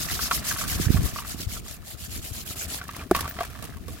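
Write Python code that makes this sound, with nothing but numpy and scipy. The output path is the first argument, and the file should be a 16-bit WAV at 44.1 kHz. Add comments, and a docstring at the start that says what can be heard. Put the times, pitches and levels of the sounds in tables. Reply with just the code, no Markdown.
"""Outdoors, close to a plastic bucket of water, with a breeze buffeting the two microphone ports.
Two blocks of dry sand are rubbed to and fro over the bucket, about eight rasping strokes a second.
Then they are knocked together once: a dull thud, one block cracks apart, and lumps and sand rain
into the water, where the lumps leave ringing bubbles and the fine sand hisses."""
import sys
import numpy as np
from scipy import signal
from scipy.fft import rfft, irfft, next_fast_len
from scipy.io import wavfile

SR = 44100
rng = np.random.default_rng(int(sys.argv[2]) if len(sys.argv) > 2 else 0)


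def put_to_file(sound):
    """Save the sound as 16-bit audio at rate SR, in the file named by the first command-line argument."""
    columns = np.atleast_2d(sound).T  # one column per channel
    safe = np.clip(columns, -1, 1)
    whole_steps = np.round(safe * 32767)
    wavfile.write(sys.argv[1], SR, whole_steps.astype(np.int16))


N = 176400
T = np.arange(N) / SR


def rubbing():
    """In each stroke the speed swells and falls; the faster the faces slide, the more grains break off."""
    # strokes of block on block: start t/s, end t/s, level/dB
    strokes = [(-.04, 0.075, -28), (0.07, 0.192, -28.5), (0.181, 0.299, -27.5), (0.294, 0.408, -28.5),
               (0.434, 0.562, -27.5), (0.554, 0.665, -30), (0.66, 0.78, -27.5), (0.778, 0.882, -29),
               (0.892, 0.999, -32), (1.008, 1.132, -33.5), (1.125, 1.236, -35), (1.242, 1.36, -34.5),
               (1.362, 1.469, -36), (1.469, 1.611, -36), (1.631, 1.782, -39.5), (1.835, 1.966, -40),
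               (1.969, 2.092, -38), (2.082, 2.214, -36), (2.21, 2.331, -36.5), (2.321, 2.446, -34),
               (2.447, 2.554, -35), (2.552, 2.67, -32), (2.672, 2.806, -32.5), (3.855, 4.004, -46.5)]
    # rasp spectrum under firm pressure: f/Hz, level/dB
    firm = [(300, -14), (650, -22), (900, -12), (1200, -5.5), (2200, -2), (3200, 1.5), (4800, 5), (7000, 4),
            (9000, 1.5), (12300, 4.5), (16000, -3.5)]
    # rasp spectrum under light pressure: f/Hz, level/dB
    light = [(300, -13), (650, 4.5), (900, -8.5), (1200, -12), (2700, -2), (4500, 0), (6000, -2),
             (7100, 2.5), (8700, -2), (12300, 1), (16000, -6.5)]
    trim_db, judder_db = -.17, 1.48
    ease_from_s, ease_to_s = .77, 1.95  # the hands ease off
    speed, level = np.zeros(N), np.zeros(N)
    for start, end, db in strokes:
        progress = np.clip((T - start) / (end - start), 0, 1)
        swing = np.abs(np.sin(np.pi * progress))
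        speed += swing
        level += from_db(db + trim_db) * swing ** .8
    grit = grains(per_s=13000 * (.4 + speed), spread_db=3.3) / np.sqrt(.46 + speed)
    grit = shifting_contact(off_hands(grit)) * level * from_db(judder_db * drift(per_s=52))
    eased = np.clip((T - ease_from_s) / (ease_to_s - ease_from_s), 0, 1)
    rasp = (1 - eased) * colour(grit, firm) + eased * colour(grit, light)
    return rasp + level * chips()


def chips():
    """Coarse grains break off one by one, each with a short snap at the pitch of its size."""
    chips_per_s, ring_cycles = 420, 36
    pitches_hz = np.geomspace(1304, 7220, 20)  # largest grains to smallest
    snaps = 0
    for hz in pitches_hz:
        clicks = grains(chips_per_s / len(pitches_hz), spread_db=2.6, channels=1)
        at_ports = clicks * rng.standard_normal((2, N))
        snaps += rms_one(ring(at_ports, hz, ring_cycles / hz))
    return from_db(-10.5) * rms_one(snaps)


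def off_hands(x):
    """The rasp glances off the moving hands: a close echo whose path keeps changing for each port."""
    echo_gain, delay_s, sway = .39, .000903, .195
    ports = []
    for side in x:
        lag = delay_s * np.exp(sway * drift(per_s=4.72))
        ports.append(side + echo_gain * np.interp(T - lag, T, side))
    return np.array(ports)


def shifting_contact(x):
    """The rasp shifts in colour as the contact moves: each band swells and fades on its own."""
    centres_hz, swell_db = np.geomspace(700, 15000, 12), 2
    hz, spectrum = np.fft.rfftfreq(N, 1 / SR), rfft(x)
    out = 0
    for share in np.eye(len(centres_hz)):
        band = irfft(spectrum * np.interp(hz, centres_hz, share), N)
        out += band * from_db(swell_db * drift(per_s=31.4))
    return rms_one(out)


def knock():
    """The blocks meet with a dull thud that rings briefly in the hands and the bucket."""
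    # modes of the thud: f/Hz, level/dB, t60/s, delay/s
    modes = [(187, -18.5, 0.062, 0.004), (364, 0.5, 0.029, 0.00094), (696, -3, 0.017, 0.00325),
             (1160, 2.5, 0.0057, 0.0002), (1550, -12.5, 0.012, 0.00194), (2170, -16, 0.0075, 0.00024)]
    knock_s = 3.1114
    return sum(from_db(db) * ping(knock_s + delay, hz, t60, rise_s=.0012)
               for hz, db, t60, delay in modes)


def cracking():
    """Each crack is a short avalanche of snapping grains."""
    # cracks in the blocks: t/s, level/dB, decay/s
    cracks = [(.1131, -32, .004), (.9175, -42, 0.0031), (1.011, -37, 0.0045), (1.711, -35.5, 0.0043),
              (2.0115, -43, .004), (2.559, -37, 0.0036), (2.612, -41, 0.0046), (2.745, -30, 0.0032),
              (2.84, -34.5, 0.0025), (2.8813, -35, .004), (2.911, -36, 0.0024), (2.965, -31.5, 0.0035),
              (3.038, -39, 0.0017), (3.1113, -24.5, 0.0053), (3.149, -27.5, 0.0093), (3.1637, -22, 0.0043),
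              (3.191, -34, 0.013), (3.2073, -22, 0.005), (3.2775, -35.5, 0.012), (3.407, -36, .007),
              (3.433, -34, 0.0044), (3.4515, -35, 0.0058), (3.501, -42.5, 0.0083), (3.624, -33, 0.0071),
              (3.641, -36, 0.0041), (3.651, -35, 0.0048), (3.7698, -43.5, 0.0032), (3.8814, -37.5, 0.0069)]
    # spectrum of a crack: f/Hz, level/dB
    spectrum = [(300, 8.5), (1200, 1.5), (2800, 0.5), (5000, 1), (8000, -0.5), (12000, 2.5), (16000, -5)]
    trim_db = 1.5
    level = sum(from_db(db + trim_db) * burst(s, decay) for s, db, decay in cracks)
    return colour(level * grains(per_s=14000, spread_db=3), spectrum)


def squeak():
    """A brief, very high whistle in the crumbling, which starts at once and dies away."""
    whistle = rms_one(ring(rng.standard_normal((2, N)), hz=15150, t60=.02))
    return from_db(-30) * whistle * burst(start_s=3.292, decay_s=.013)


def lumps():
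    """Each lump slaps the water and leaves a briefly ringing bubble that rises in pitch."""
    # lumps landing in the water: t/s, level/dB, bubble f/Hz
    landings = [(0.0995, -20.5, 1920), (.1135, -22.5, 1850), (0.192, -15.5, 1304), (.3118, -7, 1313),
                (.3118, -17.5, 2930), (.3158, -16, 1060), (0.427, -30, 1690), (0.512, -14, 1630),
                (0.517, -18, 1250), (0.5632, -21, 1280), (.5866, -24, 1480), (0.6144, -18, 1240),
                (.638, -21, 1280), (.649, -24, 1460), (0.854, -24.5, 1450), (0.9708, -23, 1210),
                (.968, -24.5, 1760), (1.061, -25, 1230), (1.1606, -20, 1170), (1.1865, -19, 1206),
                (1.222, -28, 1220), (1.249, -27, 1250), (1.5665, -27, 1290), (1.6626, -35, 1200),
                (2.1564, -33, 1760), (2.3484, -36, 1580), (2.7874, -30, 1660), (2.8141, -20.5, 1420),
                (2.891, -19, 1213), (2.9476, -29.5, 2110), (2.966, -29, 1250), (2.9944, -28, 2400),
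                (3.014, -26, 1230), (3.023, -29, 1190), (3.1492, -13, 1115), (3.1492, -12, 1780),
                (3.171, -19, 1127), (3.1895, -20, 1125), (3.229, -27, 990), (3.243, -25, 1190),
                (3.255, -19.5, 1200), (3.277, -26, 1420), (3.365, -27, 1240), (3.3883, -18, 1240),
                (3.3883, -24.5, 710), (3.406, -17, 1135), (3.4083, -16, 680), (3.431, -26.5, 997),
                (3.556, -29, 1230), (3.6305, -32, 1170), (3.7383, -34, 1620), (3.7685, -37, 1063),
                (3.883, -34, 1110), (3.882, -35.5, 483)]
    # spectrum of the slap: f/Hz, level/dB
    splash = [(400, -27), (800, -14), (1250, 12.5), (3300, 1.5), (5000, -3), (16000, -43)]
    bubble_db, slap_db, ring_cycles = -3.5, -13.5, 29.4
    bubbles = sum(from_db(db + bubble_db) * ping(s, hz, ring_cycles / hz, rise_s=.00013, glide=5)
                  for s, db, hz in landings + fragments(landings))
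    slaps = sum(from_db(db + slap_db) * burst(s, decay_s=.003) for s, db, _ in landings)
    noise = rng.standard_normal(N) + .5 * rng.standard_normal((2, N))
    return bucket(bubbles + colour(slaps * noise, splash))


def fragments(landings):
    """Two small fragments land just after each lump, each at its own pitch: t/s, level/dB, f/Hz."""
    fragment_db, max_lag_s, spread_octaves = -17, .016, .3
    lags = max_lag_s * rng.random((len(landings), 2))
    octaves = spread_octaves * rng.standard_normal((len(landings), 2))
    return [(s + lags[i, j], db + fragment_db, hz * 2 ** octaves[i, j])
            for i, (s, db, hz) in enumerate(landings) for j in range(2)]


def bucket(x):
    """The bucket adds a few close echoes and a short flutter, nearly the same at both ports."""
    # echoes off the wall and the water: delay/s, gain
    echoes = [(.0019, 0.35), (.0044, 0.35), (.0073, .16)]
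    flutter_db, t60 = -9, .055
    age = np.arange(SR // 6) / SR
    noise = rng.standard_normal(len(age)) + .5 * rng.standard_normal((2, len(age)))
    flutter = rms_one(noise * np.exp(-np.log(1000) * age / t60))
    response = from_db(flutter_db) * flutter / np.sqrt(len(age))
    response[:, 0] = 1  # direct sound
    for delay, gain in echoes:
        response[:, int(delay * SR)] += gain
    return signal.fftconvolve(x, response, axes=1)[:, :N]


def trickle():
    """Fine sand hisses on the water; the crumbs among it plink."""
    # flow of loose sand into the water: t/s, level/dB
    flow_curve = [(0, -44.5), (.6, -42.5), (1.15, -46), (1.5, -52.5), (1.82, -57.5), (2.4, -57.5),
                  (2.72, -49), (2.92, -50), (2.96, -44.5), (3.02, -44), (3.06, -55.5), (3.105, -55),
                  (3.16, -36.5), (3.27, -44), (3.35, -48), (3.43, -40.5), (3.49, -50.5), (3.66, -47.5),
                  (3.8, -57), (4, -50.5)]
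    # spectrum of the sand's hiss: f/Hz, level/dB
    hiss = [(300, -4.5), (700, 1.5), (1500, 1.5), (3000, 6), (7000, 1.5), (12000, 1), (16000, -0.5)]
    # pitches of the plinks: f/Hz, level/dB
    crumb_rings = [(650, 1), (720, 1), (1080, 0), (1170, 3), (1270, 3.5), (1400, 4), (1550, -8), (1730, 8),
                   (2000, 2), (2350, 4), (2700, 2)]
    sand_db, crumbs_per_s, ring_cycles = 1.5, 900, 26
    flow = from_db(in_time(flow_curve))
    sand = colour(flow * grains(per_s=5000, spread_db=4), hiss)
    plinks = 0
    for hz, db in crumb_rings:
        crumbs = grains(crumbs_per_s / len(crumb_rings), spread_db=2, channels=1)
        at_ports = crumbs * (1 + .77 * rng.standard_normal((2, N)))
        plinks += from_db(db) * ring(at_ports, hz, ring_cycles / hz)
    return from_db(sand_db) * sand + flow * rms_one(plinks)


def from_water(x, lag_s=.00008):
    """The water lies nearer the right port, so its sound reaches the left a little later."""
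    left, right = x
    return np.array([np.interp(T - lag_s, T, left), right])


def wind():
    """Breeze on the microphone: a lumpy rumble, and single eddies that push and pull once."""
    # strength of the rumble: t/s, left level/dB, right level/dB
    strength = [(0, -41, -36.5), (.25, -38, -41.5), (.62, -41, -34), (.8, -35, -33), (.95, -39.5, -27),
                (1.03, -28, -36), (1.115, -43.5, -38.5), (1.4, -39, -43.5), (1.65, -43, -39),
                (1.82, -47.5, -54), (2.0, -44.5, -49), (2.3, -42.5, -43), (2.5, -47, -49),
                (2.7, -44.5, -44.5), (3.25, -44, -43), (3.55, -49, -44.5), (3.72, -41.5, -40.5),
                (4, -42.5, -42.5)]
    # rumble common to both ports: t/s, share of the power
    likeness = [(0, 0.18), (2.3, 0.14), (2.65, 1), (3.4, 1), (3.55, 0.31)]
    # spectrum of the rumble: f/Hz, level/dB
    rumble = [(20, -20.5), (45, -5.5), (75, 0), (120, -9.5), (170, -9), (280, -15.5), (450, -23.5),
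              (900, -54.5), (3000, -50)]
    # eddies hitting the ports: t/s, left level/dB, right level/dB, width/s
    eddies = [(.762, -21, -27, 0.0032), (0.8003, -45, -11.5, 0.0009), (.811, -26, -14.5, 0.002),
              (.87, -19, -8.5, 0.0025), (0.904, -24, -6, 0.0033), (0.9048, -31, -5.5, 0.0011),
              (0.947, -24, -5, 0.0017), (0.963, -16, -13, 0.003), (0.996, -9, -30, 0.0029),
              (1.019, -16.5, -28, 0.0013), (1.033, -19, -22, 0.0024), (1.347, -31, -22, .0011),
              (1.402, -29, -27.5, 0.00098), (1.474, -14, -34, 0.003), (2.32, -24, -33, 0.0027)]
    trim_db, lumpy_db = 2.5, 4
    shared = np.clip(in_time(likeness), 0, 1)
    air = np.sqrt(shared) * rng.standard_normal(N) + np.sqrt(1 - shared) * rng.standard_normal((2, N))
    gusts_db = lumpy_db * np.array([drift(per_s=23.5), drift(per_s=8.8)])
    out = colour(air, rumble) * from_db(trim_db + in_time(strength) + gusts_db)
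    for s, left_db, right_db, width in eddies:
        offset_squared = np.minimum(((T - s) / width) ** 2, 60)
        pulse = (1 - offset_squared) * np.exp(-offset_squared / 2)
        out += from_db([[left_db], [right_db]]) * pulse
    return out


def outdoor_air():
    """A faint, steady outdoor hiss, separate at each port."""
    # spectrum of the air: f/Hz, level/dB
    spectrum = [(100, -3), (600, 12), (2000, -15), (7000, 0), (16000, 12)]
    return from_db(-59) * colour(rng.standard_normal((2, N)), spectrum)


def from_db(db):
    """Decibels to gain."""
    return 10 ** (np.asarray(db) / 20)


def rms_one(x):
    """Scale to an rms of 1."""
    return x / np.sqrt(np.mean(x ** 2) + 1e-20)


def in_time(rows):
    """Each column of a curve at every sample."""
    times, *columns = np.transpose(rows)
    return np.array([np.interp(T, times, column) for column in columns])


def drift(per_s):
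    """A smooth random wander with a spread of 1."""
    hop, run_in = 40, 2000
    pole = np.exp(-2 * np.pi * per_s * hop / SR)
    noise = rng.standard_normal(N // hop + run_in + 2)
    slow = signal.lfilter([1], [1, -2 * pole, pole * pole], noise)[run_in:]
    return np.interp(np.arange(N) / hop, np.arange(len(slow)), rms_one(slow))


def colour(x, spectrum):
    """Causal filter with the given spectrum (f/Hz, level/dB); keeps the power of white noise."""
    size = next_fast_len(N + SR // 2)
    hz, db = np.transpose(spectrum)
    bins_hz = np.fft.rfftfreq(size, 1 / SR)
    gain = rms_one(from_db(np.interp(np.log(bins_hz + 1), np.log(hz), db)))
    cepstrum = irfft(np.log(gain), size)
    cepstrum[1:size // 2] *= 2  # fold to minimum phase
    cepstrum[size // 2 + 1:] = 0
    return irfft(rfft(x, size) * np.exp(rfft(cepstrum)), size)[..., :N]


def grains(per_s, spread_db, channels=2):
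    """Random clicks, many small and a few large; rms 1."""
    shape = (channels, N)
    sizes = from_db(spread_db * np.minimum(rng.exponential(1, shape), 6))
    signs = rng.choice([-1, 1], shape)
    hits = rng.random(shape) < per_s / SR
    return rms_one(sizes * signs * hits)


def ring(clicks, hz, t60):
    """A unit click sets a sine of height 1 ringing."""
    radius, angle = from_db(-60 / (t60 * SR)), 2 * np.pi * hz / SR
    feedback = [1, -2 * radius * np.cos(angle), radius * radius]
    return signal.lfilter([0, np.sin(angle)], feedback, clicks + 1e-18)


def burst(start_s, decay_s):
    """An envelope that starts at once and dies away."""
    age = T - start_s
    return (age >= 0) * np.exp(-np.clip(age / decay_s, 0, 40))


def ping(start_s, hz, t60, rise_s, glide=0):
    """One damped sine with a soft onset; its pitch climbs by the share `glide` a second."""
    out, first = np.zeros(N + SR), int(start_s * SR)
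    age = np.arange(SR // 4) / SR
    tone = np.sin(2 * np.pi * hz * age * (1 + glide * age / 2))
    envelope = np.exp(-np.log(1000) * age / t60) * (1 - np.exp(-age / rise_s))
    out[first:first + len(age)] = tone * envelope
    return out[:N]


def scene():
    """Blocks, falling sand and breeze as they reach the two ports."""
    return (rubbing() + from_water(lumps() + trickle()) + knock() + cracking() + squeak()
            + wind() + outdoor_air())


def record(dry):
    """The recorder clips peaks at full scale and cuts the top treble."""
    cutoff_hz = 16000
    lowpass = signal.ellip(10, .05, 60, cutoff_hz, fs=SR, output="sos")
    return signal.sosfiltfilt(lowpass, np.clip(dry, -1, 1))


dry = scene()
out = record(dry)
put_to_file(out)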